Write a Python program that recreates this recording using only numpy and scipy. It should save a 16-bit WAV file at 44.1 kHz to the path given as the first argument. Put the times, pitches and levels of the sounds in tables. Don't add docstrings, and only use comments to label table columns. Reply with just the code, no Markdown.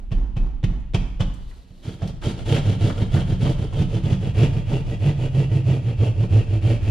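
import sys
import numpy as np
from scipy import signal
from scipy.fft import rfft, irfft
from scipy.io import wavfile
from scipy.ndimage import uniform_filter1d

SR = 44100
rng = np.random.default_rng(int(sys.argv[2]) if len(sys.argv) > 2 else 0)


def store_pcm(level_fs):
    pcm = np.round(np.clip(level_fs, -1, 1) * 32767).astype(np.int16)
    wavfile.write(sys.argv[1], SR, np.atleast_2d(pcm).T)


N = 304304
TIME_S = np.arange(N) / SR

# t/s, thud level/dB, crack level/dB, panel sway level/dB, crack 1/e decay/s
PALM_BLOWS = [(-0.14, -16, -38, -8, .010), (0.115, -15.5, -34, -1.5, 0.014), (0.365, -16, -35, -3, 0.013),
              (0.637, -9.5, -25, -3, 0.0085), (0.943, -9.5, -19, -5, .011),
              (1.202, -10.5, -23.5, -10.5, 0.016)]
# t/s, force level/dB
SAW_STROKES = [(1.809, -47), (1.98, -49.5), (2.129, -64), (2.202, -38.5), (2.358, -44.5), (2.442, -33.5),
               (2.629, -40.5), (2.781, -36), (2.941, -42.5), (3.095, -39.5), (3.251, -44), (3.382, -37),
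               (3.56, -45.5), (3.704, -41.5), (3.876, -43), (4.014, -42.5), (4.185, -45.5), (4.334, -36.5),
               (4.5, -47), (4.652, -40.5), (4.833, -44.5), (4.987, -40), (5.151, -43), (5.308, -42),
               (5.479, -44), (5.631, -41), (5.802, -46.5), (5.961, -42), (6.134, -46.5), (6.281, -41),
               (6.458, -45.5), (6.604, -39), (6.791, -43.5)]
# t/s, level/dB
TOOTH_SNAGS = [(1.707, -32), (1.877, -17), (2.025, -11.5), (2.098, -19), (2.269, -11.5), (2.67, -12),
               (2.72, -8), (2.822, -13), (3.021, -8), (3.177, -10), (3.324, -8), (3.59, -14.5), (3.797, -7),
               (3.958, -9.5), (4.041, -12), (4.123, -5.5), (4.292, -14), (4.569, -17), (6.231, -11)]
# t/s, level/dB, spectral peak f/Hz
SHORT_CLICKS = [(0.116, -29.5, 735), (0.366, -31, 780), (0.799, -56, 7000), (1.338, -44, 8200),
                (1.511, -40.5, 2000), (2.018, -20, 680), (2.075, -31.5, 4900), (2.223, -28, 1530),
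                (2.545, -17.5, 2960), (2.563, -19, 2500), (2.897, -20, 1240), (3.165, -22, 1710),
                (3.467, -12, 597), (3.499, -38, 5000), (3.726, -25.5, 906.5), (4.716, -22, 800),
                (6.031, -14.5, 437), (6.237, -18.5, 443), (6.699, -28, 393)]
# t/s, level/dB
SLEEVE_LEVEL = [(1.25, -66), (1.42, -59), (1.55, -57), (1.70, -63.5), (1.78, -58.5), (1.95, -54),
                (2.1, -79)]
# t/s, factor on mode frequencies
BLADE_DRIFT = [(0.9, 0.87), (1.3, 1.02), (1.8, 1.1), (3.5, 1.08), (4.3, 0.92), (5.0, 0.94), (6.9, 0.89)]
# f/Hz, width/Hz, level/dB
BLADE_MODES = [(1274, 28, -1), (2095, 13, 2.5), (2654, 180, -3), (2917, 14, 11.5), (2830, 350, -14.5),
               (3121, 21, 9.5), (3180, 850, -10.5), (3517, 20, 8), (5400, 630, -20)]
# f/Hz, t60/s, level/dB
WALL_MODES = [(87.5, 0.12, -3), (125.7, 0.079, 4.5), (152.6, 0.058, 3), (185.7, 0.23, -11.5),
              (248.3, 0.3, -30), (311, 0.44, -36.5), (519, 0.27, -35.5)]
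# f/Hz, t60/s, level/dB
PANEL_MODES = [(27.99, 0.81, -11), (32.55, 0.37, 2), (49.84, 0.47, -10)]
# t/s, factor
RAGGEDNESS = [(1.8, 1.1), (4.2, 1.1), (4.7, .7), (5.9, .6), (6.9, .85)]
# t/s, level/dB
RUMBLE_LEVEL = [(0, -36), (1.3, -35.5), (1.75, -51), (2.2, -35), (3.3, -29), (4.9, -32.5), (5.8, -38),
                (6.9, -29.5)]
# t/s, level/dB
BOOM_OVER_RASP = [(1.85, -15), (2.05, 20.5), (2.25, -2.5), (2.55, 13), (3.15, 14.5), (3.45, 15.5),
                  (4.2, 16.5), (5.2, 20.5), (5.8, 24), (6.9, 18)]
# t/s, f/Hz
TOOTH_PACE = [(1.8, 129.2), (3.7, 134.2), (5.7, 135), (6.15, 117), (6.9, 117)]

# f/Hz, level/dB
CRUNCH_SPECTRUM = [(20, -44), (120, -15), (235, 0.5), (275, -4.5), (322, 3), (365, -5.5), (450, -0.5),
                   (520, -10.5), (567, -6), (630, -10.5), (780, -14.5), (1050, -42.5), (2000, -66.5)]
RASP_SPECTRUM = [(500, -30.5), (900, 12), (1080, -3), (1260, 3.5), (1700, 0.5), (2300, 0.5), (3400, -1),
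                 (4200, -8.5), (5500, -11.5), (7000, -45), (12000, -58.5)]
DUST_SPECTRUM = [(2500, 1), (4500, 6.5), (5700, 0), (7000, 0), (8200, -5.5), (9800, -3.5), (11200, -15.5),
                 (12300, -14), (14500, -27.5)]
# f/Hz, level/dB
CRACK_SPECTRUM = [(100, 1.5), (250, 19), (450, 11.5), (800, 3), (1200, -2.5), (2400, -4.5), (3400, -2),
                  (4300, -9.5), (5600, -11.5), (7500, -20.5), (10000, -25.5), (14000, -45)]
RATTLE_SPECTRUM = [(100, -10), (240, 1), (330, -6.5), (500, -18.5), (850, -19), (1200, -26.5), (3000, -40),
                   (6000, -45.5), (12000, -68.5)]
# f/Hz, level/dB
CLOTH_SPECTRUM = [(100, 8), (400, 13), (1000, -2), (2500, -7.5), (4100, 1), (5500, -8.5), (10000, -14.5),
                  (12000, -15.5), (15000, -31.5)]
AIR_SPECTRUM = [(15, -15.5), (32, 7.5), (60, -1), (140, -8), (250, -8.5), (800, -50.5), (3000, -30.5),
                (6000, -53.5), (14000, -90.5)]
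# f/Hz, level/dB
RUMBLE_SPECTRUM = [(10, -15.5), (27, 1), (48, -6.0), (70, -8.5), (120, -42), (400, -80.0)]

# f/Hz, t60/s
ROOM_DECAY = [(60, 1), (160, 0.55), (420, 0.42), (1100, 1), (3000, 0.8), (6000, 0.7), (12000, 0.9)]
# f/Hz, level/dB
ROOM_LEVEL = [(60, -6.5), (140, 0), (300, -10.5), (1000, -6.5), (3000, -8), (6000, -8.5), (12000, -10.5)]
# f/Hz, level/dB
PORT_DIFFERENCE = [(30, -5.5), (60, -10), (140, -20), (320, -14.5), (490, -5), (750, 2), (1140, 5),
                   (1740, -1), (2650, -2), (4030, -2), (6150, 6), (12000, 4.5)]

LAST_STOP_S = 6.95
PUSH_RISE, PULL_RISE, PULL_EASING_PER_S = 0.5094, 0.29, 0.077
PULL_SPEED, SET_OFF_SLOWER, SET_OFF_S = 0.96, 0.3, 0.05
CRUNCH_DB, CRUNCH_DB_PER_BOOM_DB = 6.5, 0.19
DUST_DB, DUST_DB_PER_BOOM_DB = -8, -0.086
CATCHES_PER_S, CATCH_DB = 12, 19.5
BLADE_SLIDE, BLADE_FLEX, FLEX_HZ = 0.008, 0.007, 25
BAND_EDGE_HZ = 14600


def gain_of(db):
    return 10 ** (np.asarray(db) / 20)


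def rms(x):
    return np.sqrt(np.mean(x ** 2) + 1e-20)


def evened(x):
    return x / rms(x)


def track(points):
    return np.interp(TIME_S, *np.transpose(points))


def read(points, hz):
    f_hz, value = np.transpose(points)
    return np.interp(np.log(hz + 1), np.log(f_hz + 1), value)


def add(mix, start_s, sound):
    at = round(start_s * SR)
    part, sound = mix[max(at, 0):], sound[max(-at, 0):]
    part[:len(sound)] += sound[:len(part)]


def colour(x, points, size=4096):
    hz = abs(np.fft.fftfreq(size, 1 / SR))
    log_gain = np.log(gain_of(read(points, hz)))
    response = np.exp(np.conj(signal.hilbert(log_gain)))
    taps = np.fft.ifft(response).real
    return signal.oaconvolve(x, taps / np.linalg.norm(taps))[:len(x)]


def wander(hz):
    f_hz = np.fft.rfftfreq(N, 1 / SR)
    spectrum = rfft(rng.standard_normal(N)) * np.exp(-(f_hz / hz) ** 2)
    return evened(irfft(spectrum, N))


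def grains(per_s, spread_db):
    size = gain_of(spread_db * np.minimum(rng.exponential(1, N), 4))
    sign = rng.choice([-1, 1], N)
    return evened(size * sign * (rng.random(N) < per_s / SR))


def air():
    return gain_of(-50) * colour(rng.standard_normal(N), AIR_SPECTRUM)


def rumble():
    shared, left, right = (colour(rng.standard_normal(N), RUMBLE_SPECTRUM) for _ in range(3))
    level = gain_of(track(RUMBLE_LEVEL))
    return level * (0.93 * shared + 0.79 * np.array([left, right]))


def blade_tuning():
    start_s = np.transpose(SAW_STROKES)[0]
    depth = np.interp(TIME_S, start_s, (-1.) ** np.arange(len(start_s)))
    slide = BLADE_SLIDE * depth * (TIME_S > start_s[0])
    return track(BLADE_DRIFT) * (1 + slide + BLADE_FLEX * wander(FLEX_HZ))


def blade(x, ring_db):
    tuning, out = blade_tuning(), x
    for hz, width_hz, db in BLADE_MODES:
        turn = np.exp(2j * np.pi * np.cumsum(hz * tuning) / SR)
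        pole = np.exp(-np.pi * width_hz / SR)
        envelope = signal.lfilter([1 - pole], [1, -pole], x / turn + 1e-18)
        out = out + 2 * gain_of(db + ring_db) * (turn * envelope).real
    return out


def wall(force):
    t = TIME_S[:SR // 2]
    ring = np.zeros(len(t))
    for k, (hz, t60_s, db) in enumerate(WALL_MODES):
        ring += (-1) ** k * gain_of(db - 60 * t / t60_s) * np.sin(2 * np.pi * hz * t)
    return signal.oaconvolve(force, ring / abs(ring).max())[:N]


def blows():
    push, crush, sway, shake = np.zeros((4, N))
    t = TIME_S[:SR]
    swing = sum(gain_of(db - 60 * t / t60_s) * np.sin(2 * np.pi * hz * t) for hz, t60_s, db in PANEL_MODES)
    build_up = 1 - np.exp(-(t / 0.061) ** 2)
    for s, thud_db, crack_db, sway_db, decay_s in PALM_BLOWS:
        add(push, s - 0.005, gain_of([thud_db + 1]))
        add(crush, s - 0.007, gain_of(crack_db - 17.5) * np.exp(-t / 0.033))
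        add(crush, s, gain_of(crack_db + 2.5) * (1 - np.exp(-t / 0.0038)) * np.exp(-t / decay_s))
        add(sway, s, -gain_of(sway_db - 1) * build_up * swing)
        add(shake, s, gain_of(sway_db - 60 * t / 0.59) * build_up)
    crack = blade(colour(crush * grains(9000, 0.85), CRACK_SPECTRUM), ring_db=-2)
    rattle = gain_of(-27) * colour(shake * grains(2500, 2.5), RATTLE_SPECTRUM)
    return wall(push) + crack + sway + rattle


def short_clicks():
    clicks = np.zeros(N)
    t = TIME_S[:SR // 20]
    for s, db, hz in SHORT_CLICKS:
        burst = rng.standard_normal(len(t)) * np.exp(-t / 0.017)
        peak = [(hz / 5, -12), (hz, 0), (hz * 1.34, -10), (hz * 4, -30), (hz * 30, -75)]
        add(clicks, s, gain_of(db) * colour(burst, peak))
    return gain_of(-12.5) * clicks


def sleeve():
    level_db = np.interp(TIME_S, *np.transpose(SLEEVE_LEVEL), left=-120, right=-120)
    level_db = level_db + 1.5 * wander(25)
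    return colour(gain_of(level_db) * grains(16000, 1.5), CLOTH_SPECTRUM)


def stroke_motion(rest, sharpness):
    start_s, force_db = np.transpose(SAW_STROKES)
    pull = np.arange(len(start_s)) % 2 == 0
    pull_rise = PULL_RISE + PULL_EASING_PER_S * (start_s - start_s[0])
    rise = np.clip(np.where(pull, pull_rise, PUSH_RISE), 0.1, 0.9)
    fastest_s = start_s + rise * np.diff(start_s, append=LAST_STOP_S)
    knots_s = np.sort(np.r_[start_s, fastest_s, LAST_STOP_S])
    half_turns = np.interp(TIME_S, knots_s, np.arange(len(knots_s)) / 2)
    speed = abs(np.sin(np.pi * half_turns))

    which = np.maximum(np.searchsorted(start_s, TIME_S) - 1, 0)
    set_off = 1 - SET_OFF_SLOWER * np.exp(-((TIME_S - start_s[which]) / SET_OFF_S) ** 2)
    pace_hz = track(TOOTH_PACE) * np.where(pull, PULL_SPEED, 1)[which] * set_off
    rasp_db = uniform_filter1d(force_db[which], size=1200)
    tooth_hz = uniform_filter1d(pace_hz, size=1200)

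    boom_db = track(BOOM_OVER_RASP)
    dust_db = DUST_DB + DUST_DB_PER_BOOM_DB * boom_db
    crunch_db = CRUNCH_DB + CRUNCH_DB_PER_BOOM_DB * boom_db
    fade_in = np.clip((TIME_S - start_s[0]) / 0.043, 0, 1)
    bite = (rest + (1 - rest) * speed ** sharpness) * fade_in
    levels = [bite * gain_of(rasp_db + over_db) for over_db in (0, dust_db, crunch_db, boom_db)]
    return speed, levels, tooth_hz


def catches():
    rasp = stroke_motion(rest=0.49, sharpness=0.98)[1][0]
    hits = rng.random(N) < CATCHES_PER_S / SR
    return gain_of(CATCH_DB) * rasp * track(RAGGEDNESS) ** 2 * hits


def snags():
    jerks = catches()
    t = TIME_S[:SR // 20]
    for s, db in TOOTH_SNAGS:
        add(jerks, s - 0.007, gain_of([db]))
    crumble_shape = (1 - np.exp(-t / 0.0069)) * np.exp(-t / 0.018)
    crumble = signal.oaconvolve(jerks, crumble_shape)[:N]
    crumbs = colour(crumble * grains(3300, 1), CRACK_SPECTRUM)
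    return gain_of(-1) * wall(jerks) + gain_of(-20) * crumbs


def sawing():
    speed, (rasp, dust, crunch, boom), tooth_hz = stroke_motion(rest=0.11, sharpness=1.36)
    ragged = track(RAGGEDNESS)
    jitter = 1 + 0.09 * ragged * wander(58)
    teeth = np.cumsum(tooth_hz * (0.85 + 0.17 * speed) * jitter) / SR
    hardness_db = ragged * wander(62)

    drag = np.sin(2 * np.pi * teeth) * gain_of(3 * hardness_db + 1.6 * ragged * wander(70))
    tooth_clicks = np.diff(np.floor(teeth), prepend=0)
    strikes = evened(tooth_clicks * gain_of(2 * hardness_db + 2 * wander(130)))
    tearing = evened((3.6 + np.exp(-(teeth % 1) / 0.39)) * gain_of(1.7 * hardness_db))

    rocking = boom * (0.3 + 0.7 * speed)
    ringing = gain_of(-11) * rms(boom) * evened(wall(strikes * rocking))
    booming = gain_of(7.5) * (rocking * evened(drag) + ringing)

    crushing = crunch * (0.53 + 0.5 * speed)
    breaking = 0.5 * strikes + 1.14 * tearing * grains(2000, 2.1)
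    crunching = colour(crushing * breaking, CRUNCH_SPECTRUM)

    scraping = colour(rasp * tearing * grains(3000, 3.5), RASP_SPECTRUM)
    rasping = evened(blade(scraping, ring_db=6.5)) * rms(rasp)
    hissing = colour(dust * tearing * grains(9000, 0.55), DUST_SPECTRUM)
    return booming + gain_of(-0.37) * crunching + gain_of(-0.54) * rasping + gain_of(1.07) * hissing


def reflections():
    t = TIME_S[:SR * 3 // 4]
    taps = rng.choice([-1., 1.], len(t)) * (rng.random(len(t)) < 3000 / SR) * (t > 0.004)
    hz, at_s, bands = signal.stft(taps, SR, nperseg=256)
    t60_s = read(ROOM_DECAY, hz)[:, None]
    decay = gain_of(read(ROOM_LEVEL, hz)[:, None] - 60 * at_s / t60_s)
    tail = signal.istft(bands * decay / np.sqrt(t60_s), SR, nperseg=256)[1]
    return tail * np.sqrt(2 * np.log(1000) / np.sum(taps ** 2) * t[-1])


def scene():
    direct = air() + blows() + short_clicks() + sleeve() + snags() + sawing()
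    mid = direct + signal.oaconvolve(direct, reflections())[:N]
    t = TIME_S[:SR // 50]
    near = rng.standard_normal(len(t)) * np.exp(-t / 0.003)
    near_sound = signal.oaconvolve(direct, near / np.linalg.norm(near))[:N]
    apart = near_sound / 2 + 0.74 * signal.oaconvolve(direct, reflections())[:N]
    side_gain = gain_of(read(PORT_DIFFERENCE, np.fft.rfftfreq(2 * N, 1 / SR)))
    side = irfft(rfft(apart, 2 * N) * side_gain)[:N]
    return np.array([mid + side, mid - side]) * gain_of([[-0.4], [0.4]]) + rumble()


def record(dry):
    ceiling = 0.58
    high_pass = signal.butter(1, 10, "high", fs=SR, output="sos")
    dry = signal.sosfilt(high_pass, dry)
    rounded = dry / (1 + (dry / ceiling) ** 4) ** (1 / 4)
    low_pass = signal.firwin(511, BAND_EDGE_HZ, window=("kaiser", 9), fs=SR)
    return signal.oaconvolve(rounded, low_pass[None], "same")


dry = scene()
out = record(dry)
store_pcm(out)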